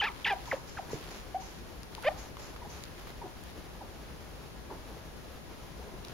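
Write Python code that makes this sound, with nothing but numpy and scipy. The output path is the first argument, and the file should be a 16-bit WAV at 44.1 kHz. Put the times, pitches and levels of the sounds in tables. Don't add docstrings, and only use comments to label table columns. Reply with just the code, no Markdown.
import sys
import numpy as np
from scipy import signal
from scipy.fft import rfft, irfft
from scipy.io import wavfile
from scipy.ndimage import uniform_filter1d

SR = 44100
rng = np.random.default_rng(int(sys.argv[2]) if len(sys.argv) > 2 else 0)


def transcribe(u):
    v = np.clip(np.atleast_2d(u).T, -1, 1)
    q = np.round(v * 32767).astype(np.int16)
    wavfile.write(sys.argv[1], SR, q)


N = 270333
TIME = np.arange(N) / SR
TOP_HZ = 15750

# (frequency [Hz], gain [dB])
AIR_MID_EQ = [(25, -12.5), (38, -4.5), (58, 0), (90, -7.5), (170, -10), (270, -13.5), (360, -12),
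              (550, -15), (850, -18), (2000, -25.5), (6400, -32.5), (8500, -42), (11000, -35),
              (15500, -42.5)]
AIR_SIDE_EQ = [(25, -1), (55, 1.5), (170, -4), (400, -8), (700, -11), (1600, -16.5), (5000, -22),
               (7500, -28.5), (9000, -26), (15500, -33)]
# (frequency [Hz], left minus right [dB])
AIR_BALANCE = [(50, 0), (110, 5), (200, 7.5), (400, 3), (1300, 1.5), (4400, 1.5), (9000, -3), (15000, 0)]
# (frequency [Hz], wander width [Hz], level [dB])
WHINE_TONES = [(1672, 1.25, -74), (8806, 22.7, -76), (10830, 95, -77.5)]
# (delay [s], level [dB], left share [0-1])
REFLECTIONS = [(.0075, -19.5, 0), (.024, -26, 0.35), (.034, -17.5, 0.6)]
# (frequency [Hz], gain [dB])
CRACKLE_EQ = [(500, -4), (1500, 3.5), (4000, 0.5), (7000, -8.5), (11000, -10), (15000, -15)]
# (peak time [s], length [s], level [dB])
STIRS = [(.27, 0.58, -53), (1.055, 0.37, -51), (1.557, 0.22, -60), (2.047, 0.2, -52), (2.81, .2, -55.5),
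         (2.997, 0.077, -54.5), (3.09, 0.061, -53), (3.486, 0.18, -58), (6.1, 0.14, -56)]
# (time [s], level [dB], ring [Hz])
SNAPS = [(0.326, -29, 4600), (.457, -36, 3460), (1.8324, -30.5, 5000), (1.9505, -26, 3580),
         (2.0254, -29, 11100), (2.369, -31, 1120), (2.562, -34, 1230), (2.8379, -25.5, 4000),
         (2.853, -35, 3200), (3.071, -35, 786), (3.4377, -31, 9900), (6.0493, -28, 3800),
         (6.0837, -31, 5000)]
# (frequency [Hz], gain [dB])
FLOOR_EQ = [(120, -26), (330, 9), (520, 2), (650, 1.5), (950, -1.5), (1400, -12), (3000, -38), (8000, -47)]
# (time [s], length [s], level [dB])
SHUFFLE_CUES = [(0.933, 0.11, -51.5), (1.064, 0.13, -51.5), (2.742, 0.068, -52), (3.208, 0.086, -49.5),
                (3.804, 0.072, -52.5), (4.684, 0.086, -47), (4.877, 0.12, -51.5), (5.484, 0.044, -51),
                (5.795, 0.19, -51.5), (6.041, 0.098, -52.5)]
# (time [s], pitch [Hz], level [dB])
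BUMP_CUES = [(.932, 438, -22.5), (0.942, 138, -26.5), (.954, 312, -33), (3.246, 365, -34),
             (3.832, 543, -41), (4.715, 400, -39), (4.968, 470, -39), (5.795, 450, -36.5)]
# (frequency [Hz], gain [dB])
NOSE_EQ = [(400, -1), (900, 8), (2400, 4.5), (3500, -0.5), (5300, 4.5), (7000, 3), (9000, -16),
           (11000, -3.5), (15000, -24)]
# (time [s], length [s], level [dB], whistle pitch [Hz], whistle over hiss [dB])
SNIFF_CUES = [(0.454, 0.23, -50, 6300, -22), (0.663, 0.26, -52.5, 5400, -13), (0.904, 0.13, -48, 6600, -17),
              (1.098, 0.15, -49.5, 6500, -23), (1.396, 0.24, -51.5, 6070, -6), (2.171, 0.15, -50, 6540, -4),
              (2.383, 0.19, -50.5, 7000, -11), (2.689, 0.2, -52.5, 6100, -3)]
# (time [s], length [s], first pitch [Hz], level [dB])
PEEP_CUES = [(0.474, 0.017, 1080, -46.5), (.901, 0.017, 1045, -46.5), (1.416, 0.017, 1124, -51),
             (1.976, 0.018, 1020, -46), (2.616, 0.02, 1063, -48.5), (2.646, 0.022, 968, -49.5),
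             (3.213, .019, 1016, -44), (3.239, 0.041, 878, -49.5), (3.807, .022, 982, -46),
             (4.698, 0.038, 1045, -48)]
# (frequency [Hz], gain [dB])
THROAT_EQ = [(500, 11), (800, 3.5), (1250, -5), (1650, 0.5), (2000, 4.5), (2600, -2.5), (3400, -8),
             (4100, -19.5), (4900, -17.5), (5700, -33), (8000, -42)]
# (time [s], length [s], mid-call level [dB], swell [dB], whistle length [s],
# overtones [dB], roughness [0-1], time to peak strain [s], relaxing time [s], release [s])
SQUEAK_CUES = [(0, 0.099, -29, -1.5, .012, 1.5, 0.73, 0.045, 0.0097, 0.018),
               (0.2447, 0.098, -28.5, 0.5, 0.0092, 5.5, 0.93, 0.03, 0.044, 0.0071),
               (0.5128, 0.038, -29.5, -4, 0, -14, .45, 0.017, 0.0094, 0.0061),
               (0.77, 0.034, -37, 6.5, 0.00097, -9, 0.25, 0.011, 0.019, 0.0056),
               (1.3444, .035, -31.5, -1, 0, -27, 0.03, .005, 0.012, 0.012),
               (2.034, 0.063, -28, 28.5, 0, -3, 0.13, 0.0173, 0.015, .018)]
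# (scene time [s], pitch [Hz])
PITCH_CURVES = [
    [(0, 1520), (.009, 1540), (.021, 864.6), (.033, 779), (.046, 876), (.06, 908), (.068, 1334),
     (.074, 1300), (.092, 985)],
    [(.2455, 1759), (.256, 985), (.267, 816), (.28, 829), (.288, 981), (.297, 959), (.306, 811),
     (.333, 776), (.341, 660)],
    [(.513, 2397), (.521, 1602), (.526, 963), (.531, 668), (.538, 502), (.546, 567), (.553, 500)],
    [(.772, 1732), (.79, 825), (.802, 676)],
    [(1.3435, 665), (1.356, 763), (1.378, 765)],
    [(2.034, 1652), (2.044, 999), (2.052, 486), (2.065, 543), (2.075, 600), (2.084, 623), (2.09, 824),
     (2.1, 650)],
]


def undb(db):
    return 10 ** (np.asarray(db) / 20)


def unit(x):
    return x / np.sqrt(np.mean(x ** 2) + 1e-18)


def bell(t, centre, width):
    return np.exp(-((t - centre) / width) ** 2)


def gain_at(hz, eq):
    points_hz, db = np.transpose(eq)
    return undb(np.interp(np.log(np.maximum(hz, 1)), np.log(points_hz), db))


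def colour(x, eq):
    return unit(irfft(rfft(x) * gain_at(np.fft.rfftfreq(len(x), 1 / SR), eq), len(x)))


def band(size, hz, width):
    shape = np.exp(-2 * ((np.fft.rfftfreq(size, 1 / SR) - hz) / width) ** 2)
    return unit(irfft(rfft(rng.standard_normal(size)) * shape, size))


def tone(hz, width):
    return unit(np.sin(2 * np.pi * np.cumsum(hz + width / 2 * band(N, 0, width)) / SR))


def add(track, start, x):
    i = max(int(start * SR), 0)
    track[i:i + len(x)] += x[:max(N - i, 0)]


def room_tone(mid_db=-48, side_db=-51, hum_hz=54, hum_db=-60.5, flutter_db=1):
    mid = undb(mid_db + flutter_db * band(N, 0, 20.4)) * colour(rng.standard_normal(N), AIR_MID_EQ)
    side = undb(side_db) * colour(rng.standard_normal(N), AIR_SIDE_EQ)
    mid += undb(hum_db) * tone(hum_hz, width=8.3)
    mid += sum(undb(db) * tone(hz, width) for hz, width, db in WHINE_TONES)
    lean = np.sqrt(gain_at(np.fft.rfftfreq(N, 1 / SR), AIR_BALANCE))
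    return irfft(rfft([mid + side, mid - side]) * np.array([lean, 1 / lean]), N)


def room_reverb(x, t60=.44, wet_db=-18, onset_s=.013, smear_s=.00023, right_lag_s=.00003):
    t, out = TIME[:SR // 2], []
    envelope = undb(-60 * t / t60) * np.minimum(t / onset_s, 1)
    tail_eq = [(200, -29), (600, -1), (1000, 18.5), (1800, -2), (3000, -5), (10000, 1.5)]
    for ear in range(2):
        tail = colour(rng.standard_normal(len(t)), tail_eq) * envelope
        response = undb(wet_db) * tail / np.sqrt(np.sum(tail ** 2))
        response[int(ear * right_lag_s * SR)] += 1
        for delay, db, left in REFLECTIONS:
            echo = bell(t, delay, smear_s / 2)
            pan = 2 * abs(ear - left)
            response += undb(db) * pan * echo / np.sum(echo)
        out.append(signal.fftconvolve(x, response)[:N])
    return np.array(out)


def shavings(ring_cycles=30, cracks_per_s=420, spread_db=2, settle_db=-75):
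    out, t = np.zeros(N), TIME[:SR // 20]
    for start, db, hz in SNAPS:
        splinter_eq = [(hz / 4, -16), (hz, 0), (hz * 2, -10), (hz * 8, -28)]
        splinter = colour(rng.standard_normal(len(t)), splinter_eq)
        ring = np.sin(2 * np.pi * hz * t)
        decay = undb(-60 * t * hz / ring_cycles)
        add(out, start, undb(db) * (.22 * ring + .42 * splinter) * decay)
    cracks = (rng.random(N) < cracks_per_s / SR) * rng.choice([-1, 1], N)
    strength = undb(spread_db * np.minimum(rng.exponential(size=N), 4))
    stir = undb(settle_db) + sum(undb(db) * bell(TIME, peak, length / 2) for peak, length, db in STIRS)
    return out + colour(cracks * strength, CRACKLE_EQ) * stir


def shuffles(grain_db=3, grain_hz=120):
    out = np.zeros(N)
    for start, length, db in SHUFFLE_CUES:
        size = int(length * SR)
        steps = rng.standard_normal(size) * undb(grain_db * band(size, 0, grain_hz))
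        add(out, start, undb(db) * colour(steps, FLOOR_EQ) * signal.windows.tukey(size, .5))
    return out


def bumps(contact_s=.0016, t60=.039):
    out, t = np.zeros(N), TIME[:SR // 5]
    envelope = np.minimum(t / contact_s, 1) * undb(-60 * t / t60)
    for start, hz, db in BUMP_CUES:
        add(out, start, undb(db) * np.sin(2 * np.pi * hz * t) * envelope)
    return out


def sniffs(grain_db=2, grain_hz=300, attack_share=.074):
    out = np.zeros(N)
    for start, length, db, hz, whistle_db in SNIFF_CUES:
        size = int(length * SR)
        flow = np.interp(np.linspace(0, 1, size), [0, attack_share, .6, 1], [.2, .98, .51, 0])
        hiss = colour(rng.standard_normal(size), NOSE_EQ)
        whistle = undb(whistle_db) * flow ** 2 * band(size, hz, width=200)
        grain = undb(grain_db * band(size, 0, grain_hz))
        add(out, start, undb(db) * (hiss + whistle) * flow * grain)
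    return out


def peeps(fall_ratio=.76, waver=.065, waver_hz=360, overtone_db=-20):
    out = np.zeros(N)
    for start, length, first_hz, db in PEEP_CUES:
        size = int(length * SR)
        hz = np.geomspace(first_hz, first_hz * fall_ratio, size) * (1 + waver * band(size, 0, waver_hz))
        phase = 2 * np.pi * np.cumsum(hz) / SR
        peep = np.sin(phase) + undb(overtone_db) * np.sin(2 * phase)
        add(out, start, undb(db) * unit(peep * signal.windows.tukey(size, .5)))
    return out


def voice(hz, whistle, press_db, rough, jitter=.14, jitter_hz=900, shimmer=.55, halving=.9, rasp=.5):
    size = len(hz)
    phase = 2 * np.pi * np.cumsum(hz * (1 + jitter * rough * band(size, 0, jitter_hz))) / SR
    harmonic = np.arange(1, 13)[:, None]
    press = np.where(harmonic > 1, undb(press_db), 1)
    weight = gain_at(harmonic * hz, THROAT_EQ) * press * (harmonic * hz < TOP_HZ)
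    weight /= np.sqrt(np.sum(weight ** 2, axis=0) / 2)
    uneven = 1 + rough * (shimmer * band(size, 0, jitter_hz) + halving * np.sin(phase / 2))
    full = np.sum(weight * np.sin(harmonic * phase), axis=0) * uneven
    bright_noise = np.diff(rng.standard_normal(size + 1))
    air = colour(bright_noise, [(300, -34)] + THROAT_EQ) * (1 + np.cos(phase))
    thin = np.sqrt(2) * (np.sin(2 * phase) + undb(-28) * np.sin(4 * phase))
    out = whistle * thin + (1 - whistle) * full + rasp * rough * air
    return out / np.sqrt(uniform_filter1d(out ** 2, size=160) + 1e-9)


def squeak(cue, pitch, attack_s=.002, break_s=.004, strain_width_s=.009, strain_db=4.5, relax_db=-24.5,
           register_hz=1150, gap_width_hz=220, gap_db=-11.5, upper_db_per_octave=-30,
           calm_share=.26, wobble=.07, wobble_hz=160, flutter_db=2.5, patch_db=3):
    start, length, db, swell_db, whistle_s, overtones_db, roughness, strain_s, relax_s, release_s = cue
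    t = TIME[:int(length * SR)]
    hz = uniform_filter1d(np.interp(start + t, *np.transpose(pitch)), size=60)
    whistle = np.clip(.5 - (t - whistle_s) / break_s, 0, 1) * (whistle_s > break_s)
    strain = bell(t, strain_s, strain_width_s)
    relaxed = np.clip(1 - (length - t) / relax_s, 0, 1)
    patches = undb(patch_db * band(len(t), 0, wobble_hz))
    rough = np.clip(roughness * patches * (calm_share + (1 - calm_share) * strain), 0, 1)
    rough *= (1 - .8 * whistle) * (1 - relaxed ** 2)
    flutter = undb(flutter_db * rough * band(len(t), 0, wobble_hz))
    shaky_hz = hz * (1 + wobble * rough * band(len(t), 0, wobble_hz))
    gap = bell(hz, register_hz, gap_width_hz) * (.5 - whistle)
    octaves_up = np.maximum(np.log2(hz / register_hz), 0)
    press_db = overtones_db + strain_db * strain + relax_db * relaxed + upper_db_per_octave * octaves_up
    level = undb(db + swell_db * (t / length - .5) + gap_db * gap)
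    attack = np.minimum(t / attack_s, 1)
    release = np.sin(np.pi / 2 * np.minimum((length - t) / release_s, 1)) ** 2
    return level * flutter * attack * release * voice(shaky_hz, whistle, press_db, rough)


def kit():
    out = np.zeros(N)
    for cue, pitch in zip(SQUEAK_CUES, PITCH_CURVES):
        add(out, cue[0], squeak(cue, pitch))
    return out + peeps()


def scene():
    scattered = np.array([shavings() + sniffs() for ear in range(2)])
    centre = kit() + bumps() + shuffles()
    return room_reverb(centre) + scattered + room_tone()


def record(dry):
    notch = signal.butter(4, (7700, 8700), "bandstop", fs=SR, output="sos")
    high_cut = signal.ellip(10, .2, 80, TOP_HZ, fs=SR, output="sos")
    return signal.sosfilt(np.vstack([notch, high_cut]), dry)


dry = scene()
out = record(dry)
transcribe(out)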